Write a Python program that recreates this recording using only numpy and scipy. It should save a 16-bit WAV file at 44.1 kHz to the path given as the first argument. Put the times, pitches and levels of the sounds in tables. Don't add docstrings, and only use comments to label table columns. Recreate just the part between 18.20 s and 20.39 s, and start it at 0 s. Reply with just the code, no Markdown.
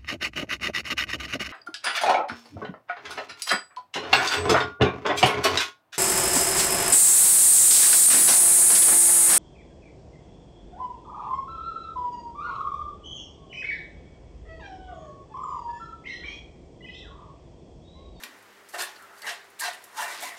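import sys
import numpy as np
from scipy import signal
from scipy.fft import rfft, irfft, next_fast_len
from scipy.io import wavfile
from scipy.ndimage import uniform_filter1d, map_coordinates

SR = 44100
rng = np.random.default_rng(int(sys.argv[2]) if len(sys.argv) > 2 else 0)


def boost_factor(decibels):
    exponent = np.asarray(decibels, float) / 20
    return 10 ** exponent


def transcribe(u):
    v = np.clip(np.atleast_2d(u).T, -1, 1)
    q = np.round(v * 32767).astype(np.int16)
    wavfile.write(sys.argv[1], SR, q)


N = 96402
CONTACT_RISE_S = .0007


def unit(x):
    return x / np.sqrt(np.mean(x ** 2) + 1e-20)


def along(points, hz):
    f, value = np.transpose(points)
    return np.interp(np.log(hz + 1), np.log(f + 1), value)


def wobble(rate):
    knots = rng.standard_normal(int(N * rate / SR) + 4)
    return map_coordinates(knots, [np.arange(N) * rate / SR])


def filtered(x, response):
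    m = next_fast_len(N + SR // 2)
    return irfft(rfft(x, m) * response(np.fft.rfftfreq(m, 1 / SR)), m)[..., :N]


def modes(peaks, f):
    total = 0
    for k, (hz, width, db) in enumerate(peaks):
        damping = 1j * f * width
        total = total + (-1) ** k * boost_factor(db) * damping / (hz * hz - f * f + damping + 1e-9)
    return total


def patchy(x, patchy_db):
    z = signal.stft(x, nperseg=256)[2]
    field = uniform_filter1d(rng.standard_normal(z.shape), size=5, axis=0)
    field = uniform_filter1d(field, size=8, axis=1)
    return signal.istft(z * boost_factor(patchy_db * unit(field)), nperseg=256)[1][:N]


# f/Hz, level/dB per Hz
AIR = [(15, -26), (60, -24), (160, -18), (300, -6.5), (700, -5), (1900, -4), (2700, -12), (15800, -26.5)]
# f/Hz, level/dB
HUM = [(100, -80.5), (200, -77.5), (399, -68)]


def background():
    air_db, air_swell_db, air_patchy_db = -54.5, .5, .8
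    hum_width_hz, hum_swell_db, hum_drift_rad = 12, 2.2, .8
    air = filtered(rng.standard_normal(N), lambda f: boost_factor(along(AIR, f)))
    air = unit(patchy(air, air_patchy_db))
    t = np.arange(N) / SR
    hum = np.zeros(N)
    for hz, db in HUM:
        level = boost_factor(db + hum_swell_db * wobble(hum_width_hz))
        phase = 2 * np.pi * hz * t + hum_drift_rad * wobble(hum_width_hz)
        hum += level * np.sqrt(2) * np.sin(phase)
    return boost_factor(air_db + air_swell_db * wobble(2.6)) * air + hum


# f/Hz, t60/s
KITCHEN = [(300, 0.48), (2000, 0.38), (6000, 0.11), (14000, 0.16)]


def kitchen(x):
    hz, t, z = signal.stft(rng.standard_normal(SR // 2), SR, nperseg=256)
    decay = boost_factor(-60 * t / along(KITCHEN, hz)[:, None])
    tail = signal.istft(z * decay, SR, nperseg=256)[1]
    delayed = np.pad(x, (200, 0))
    return signal.fftconvolve(delayed, tail / np.linalg.norm(tail))[:N]


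def thump():
    hz, width_hz, level_db, rise_s, t60 = 270, 92, -44, 0.077, 0.38
    t = np.arange(N) / SR
    hollow = unit(filtered(rng.standard_normal(N), lambda f: modes([(hz, width_hz, 0)], f) ** 2))
    return boost_factor(level_db - 60 * t / t60) * (1 - np.exp(-t / rise_s)) * hollow


# t/s, peak level/dB, centre f/Hz, t60/s
SMACKS = [(.026, -33, 10900, 0.016), (0.036, -25, 11800, 0.025), (.225, -46, 9700, 0.036),
          (.487, -39, 8000, 0.16), (.525, -41, 13000, .03), (0.62, -20, 8600, 0.035),
          (0.762, -42, 4400, 0.031), (0.821, -40.5, 11100, 0.05), (.975, -46.5, 4950, 0.071),
          (.983, -42, 11000, .04), (1.019, -34.5, 4350, 0.04), (1.018, -35, 10100, 0.045),
          (1.068, -30.5, 2440, .03), (1.101, -23, 1910, 0.021), (1.242, -49, 7000, 0.061),
          (1.301, -44.5, 12000, 0.046), (1.545, -36, 9700, 0.035), (1.624, -48, 14100, .03),
          (1.639, -32, 10600, 0.05), (1.531, -35.5, 6800, 0.083), (2.032, -28, 2120, 0.06)]


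def smacks():
    level_db, width, top_hz = -9.5, 0.77, 14500
    out, t = np.zeros(N + SR), np.arange(SR // 8) / SR
    f = np.fft.rfftfreq(len(t), 1 / SR) + 1
    for s, db, hz, t60 in SMACKS:
        band = np.exp(-(np.log(f / hz) / width) ** 2) / (1 + (f / top_hz) ** 20)
        burst = unit(irfft(rfft(rng.standard_normal(len(t))) * band, len(t)))
        envelope = boost_factor(db + level_db - 60 * t / t60) * (1 - np.exp(-t / CONTACT_RISE_S))
        out[round(s * SR):][:len(t)] += envelope * burst
    return out[:N]


# f/Hz, width/Hz, level/dB
TAP = [(1020, 230, -7), (1890, 190, 4.5), (3470, 420, -3.5), (5330, 260, -5)]


def knock():
    start_s, level_db, t60 = .0357, -32, 0.038
    out, t = np.zeros(N), np.arange(SR // 8) / SR
    ring = unit(filtered(rng.standard_normal(N), lambda f: modes(TAP, f)))[:len(t)]
    out[round(start_s * SR):][:len(t)] += boost_factor(level_db - 60 * t / t60) * ring
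    return out


# t/s, peak level/dB
TICKS = [
    (.759, -44.5),
    (.976, -52),
    (1.019, -37),
    (1.066, -43),
]
# f/Hz, level/dB, t60/s
STEEL = [(2970, -5, .04), (3600, -17, 0.032), (4160, -8, .04), (4610, 0.5, 0.031), (5440, -10, .05)]


def ticks():
    out, t = np.zeros(N + SR), np.arange(SR // 10) / SR
    for s, db in TICKS:
        ring = np.zeros(len(t))
        for hz, level, t60 in STEEL:
            ring += boost_factor(level - 60 * t / t60) * np.sin(2 * np.pi * (hz * t + rng.random()))
        out[round(s * SR):][:len(t)] += boost_factor(db) * (1 - np.exp(-t / CONTACT_RISE_S)) * ring
    return out[:N]


# t/s, length/s, f/Hz, level/dB
SINGS = [(0.534, 0.039, 1590, -38.8), (0.534, 0.046, 710, -39), (0.564, 0.086, 710, -42.5),
         (0.576, 0.11, 1690, -44.5), (0.581, 0.037, 4220, -42), (0.584, 0.057, 1430, -40),
         (0.584, 0.096, 4110, -49), (0.589, 0.041, 4930, -45), (0.594, 0.061, 1800, -36.5),
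         (0.594, 0.055, 3450, -43), (0.594, 0.065, 2760, -43.5), (0.601, 0.068, 3550, -45.4),
         (1.053, 0.075, 1890, -39), (1.058, 0.053, 2940, -44), (1.065, 0.041, 1680, -37.5),
         (1.065, 0.068, 5510, -49), (1.078, 0.041, 3050, -49), (1.085, 0.064, 2700, -45),
         (1.399, 0.059, 4630, -45), (1.399, 0.07, 5180, -49.3), (1.402, 0.085, 1600, -38.5),
         (1.404, 0.031, 1800, -36.5), (1.417, 0.041, 1010, -39.5), (1.419, 0.056, 5070, -46),
         (1.424, 0.059, 4710, -44), (1.424, 0.064, 4110, -40.5), (1.429, 0.075, 4010, -49),
         (1.432, 0.07, 2720, -43.5), (1.442, 0.059, 720, -39), (1.457, 0.066, 1480, -43),
         (1.462, 0.022, 3040, -42), (1.462, 0.031, 1810, -37), (1.768, 0.046, 870, -39.5),
         (1.768, 0.13, 2760, -46.5), (1.778, 0.049, 1420, -38.9), (1.788, 0.029, 990, -35),
         (1.796, 0.069, 1810, -39.7), (1.801, 0.096, 710, -40), (1.816, 0.14, 2350, -46.5),
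         (1.818, 0.03, 1690, -37), (1.823, 0.075, 1840, -47), (1.883, 0.044, 1480, -44),
         (2.013, 0.074, 2130, -49), (2.015, 0.036, 710, -40), (2.028, 0.089, 2000, -42.8),
         (2.058, 0.098, 1990, -48),
         (.685, 0.039, 850, -51.5), (0.816, 0.049, 1340, -50), (0.913, 0.056, 1320, -53),
              (1.1, 0.034, 714, -44.5), (1.477, 0.029, 728, -38), (1.891, 0.08, 704, -47),
              (2.013, 0.093, 292.3, -57), (2.033, 0.067, 1000, -44.5), (1.065, 0.0094, 1860, -38.5)]


def singing():
    level_db, flutter_db, flutter_per_s = -1.5, 3.5, 130
    edge_share = 0.4
    drift_rad = 1.05
    out, t = np.zeros(N + SR), np.arange(SR // 5) / SR
    flutter, drift = wobble(flutter_per_s), wobble(flutter_per_s)
    for s, length, hz, db in SINGS:
        u = rng.random()
        start = int(u * (N - len(t)))
        take = slice(start, start + len(t))
        edge = np.clip(np.minimum(t, length - t) / (edge_share * length), 0, 1)
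        phase = 2 * np.pi * (hz * t + u) + drift_rad * np.cbrt(hz / 1e3) * drift[take]
        level = boost_factor(db + level_db + flutter_db * flutter[take])
        out[round(s * SR):][:len(t)] += level * np.sin(edge * np.pi / 2) * np.sqrt(2) * np.sin(phase)
    return out[:N]


def catches():
    per_s, spread_db, shudder_db, shudder_per_s = 14000, 1.6, 1, 160
    snap = rng.random(N) < per_s / SR
    size = rng.standard_normal(N) * boost_factor(spread_db * rng.exponential(size=N))
    return unit(snap * size * boost_factor(shudder_db * wobble(shudder_per_s)))


# t/s, pressure level/dB, slide speed as hiss over bowl/dB, fine wires favoured/dB
EARLY = [
    [(-.02, -43, -13, -1), (.03, -54.5, 0, -3.5), (.038, -44.5, 1.5, -8), (.056, -54, -1.5, -1),
     (.12, -60, -5, -6), (.2, -75, 5, 5)],
    [(.526, -60, 15, -10), (.541, -31.5, -15.5, 5), (.553, -34.5, -8.5, -3), (.572, -46.5, -4, -1),
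     (.595, -32.5, -1, -2), (.615, -37, 3, -2), (.645, -42.5, 2.5, 3), (.672, -55.5, 7, -4.5),
     (.75, -64.5, 2.5, -4.5)],
    [(.74, -53.5, -6.5, 2), (.8, -50.5, -13, 1), (.83, -54, -12, -3), (.9, -54.5, -18, 0),
     (.99, -53, -8.5, 5), (1.025, -56, -1, 1)],
    [(1.015, -47, -4, 0), (1.034, -39, -18, 4), (1.056, -37, -10.5, -1), (1.066, -39, -6, 0),
     (1.069, -32.5, -7, -2.5), (1.1, -39.5, -0.5, -5.5), (1.125, -42.5, -3, -4), (1.2, -77.5, 11, -13),
     (1.27, -72, 2, -7)],
]
# t/s, pressure level/dB, slide
# speed as hiss over bowl/dB, fine wires favoured/dB
LATE = [
    [(1.382, -75, 9, 1), (1.397, -45, 9, 0.5), (1.408, -40.5, 3.5, 10.5), (1.413, -35, -2, 1),
     (1.445, -34.5, -1.5, -1.5), (1.478, -35, -3.5, -5), (1.51, -51, 3, -5), (1.55, -64.5, 7.5, -8.5),
     (1.6, -72.5, 13, -2)],
    [(1.6, -62.5, 2, -5), (1.7, -55, -8, 1.5), (1.752, -46.5, -7.5, 1.5), (1.782, -35, -3, -3),
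     (1.806, -29.5, -9, -1), (1.835, -37, -2, 1), (1.865, -37.5, -5.5, -1)],
    [(1.865, -38, -6, 2), (1.9, -38, -5.5, -1.5), (1.93, -38.5, -3.5, -3), (1.97, -46, -1.5, -4.5),
     (2.0, -40.5, -6, -6.5)],
    [(2.0, -48, 8, 8), (2.016, -40.5, -3, -2.5), (2.034, -34.5, -6, 4), (2.05, -42.5, 2.5, -1.5),
     (2.09, -43, -2, -1), (2.166, -50, -6.5, -1), (2.19, -56, 6.5, -4.5)],
]
# favoured bowl f/Hz, lift/dB, blade note f/Hz, lift/dB, belly lift/dB
BLADE = [(1000, 1, 1300, 1.5, 3), (645, 1.5, 1450, -0.5, 5), (820, -1, 1380, 8, -6), (780, 1, 2210, 7, -13),
         (983, 9, 2000, 2.5, -3), (990, 6.5, 1400, 5, -17), (670, -5, 2200, 4, 3.5), (716, 9, 2380, 19, 0)]
# f/Hz, width/Hz, level/dB
BOWL = [(355, 54, -10.5), (510.4, 26.4, -7), (596, 62, -7.5), (729, 85, -1.5), (870, 11.7, -1.5),
        (1015, 31, 2), (1182, 73, -10.5), (1420, 26, 2.5), (1604, 39, -1.5), (1648, 24, -4),
        (1770, 70, -3.5), (1976, 68, 1.5), (2283, 50, -17), (2720, 36, -3)]
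# f/Hz, level/dB per Hz
DULL = [(120, -106), (200, -9.5), (356, -22), (692, 5), (1280, 6.5), (1840, 7.5), (2160, -7), (4000, -74),
        (5200, -110), (8800, -120)]
# f/Hz, level/dB per Hz
MESH = [(1290, -63), (2200, -5), (3760, -2), (4080, -2.5), (5680, -5), (8370, -3.5), (13800, -10.5),
        (15800, -22)]
# f/Hz, width/Hz, level/dB
WIRES = [(4133, 16.7, -32), (4540, 37, 27), (4767, 53, -13), (5390, 30, 29)]


def scraping():
    bowl_level_db, dull_level_db, wires_db = -3, -7, -13
    wander_db, patchy_db = 2, 1.5
    touch_s, damped_hz = .012, 32
    belly_hz, fine_hz = 372, 6300
    bearing_octaves = 0.18
    t, out = np.arange(N) / SR, np.zeros(N)
    damped = [(hz, max(width, damped_hz), db) for hz, width, db in BOWL]

    def near(f, hz):
        return np.exp(-(np.log2((f + 1) / hz) / bearing_octaves) ** 2)

    for rows, (bowl_hz, bowl_db, blade_hz, blade_db, belly_db) in zip([*EARLY, *LATE], BLADE):
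        s, *controls = np.transpose(rows)
        press, speed, fine = [boost_factor(np.interp(t, s, c)) for c in controls]
        press = press * np.clip((t - s[0]) / touch_s, 0, 1)
        press = press * np.clip((s[-1] - t) / touch_s + 1, 0, 1)
        force = catches()

        def blade(f):
            lift = bowl_db * near(f, bowl_hz) + blade_db * near(f, blade_hz)
            return boost_factor(lift + belly_db * near(f, belly_hz))

        def ring(f):
            return modes(damped, f) * blade(f)

        def dull(f):
            return boost_factor(along(DULL, f)) * blade(f)

        def rms(response):
            return np.sqrt(np.mean(filtered(force, response) ** 2))

        out += boost_factor(bowl_level_db) * patchy(filtered(press * force, ring), wander_db) / rms(ring)
        out += boost_factor(dull_level_db) * filtered(press * force, dull) / rms(dull)

        hiss = unit(patchy(filtered(force, lambda f: boost_factor(along(MESH, f))), patchy_db))
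        hiss = hiss + boost_factor(wires_db) * unit(filtered(force, lambda f: modes(WIRES, f)))
        high = filtered(hiss, lambda f: 1 / (1 + (fine_hz / (f + 1)) ** 4))
        out += press * speed * ((hiss - high) / fine + high * fine)
    return out


def scene():
    room_db, sung_room_db = -6, -7
    floor = background()
    near = thump() + smacks() + knock() + ticks() + scraping()
    sung = singing()
    reverberant = kitchen(near + boost_factor(sung_room_db) * sung)
    return (near + sung + boost_factor(room_db) * reverberant + floor)[None]


def low_pass(x):
    return signal.sosfilt(signal.butter(12, 16430, fs=SR, output="sos"), x)


def record(dry):
    top_hz = 15830
    mix = filtered(dry, lambda f: f < top_hz)
    return low_pass(mix)


dry = scene()
out = record(dry)
transcribe(out)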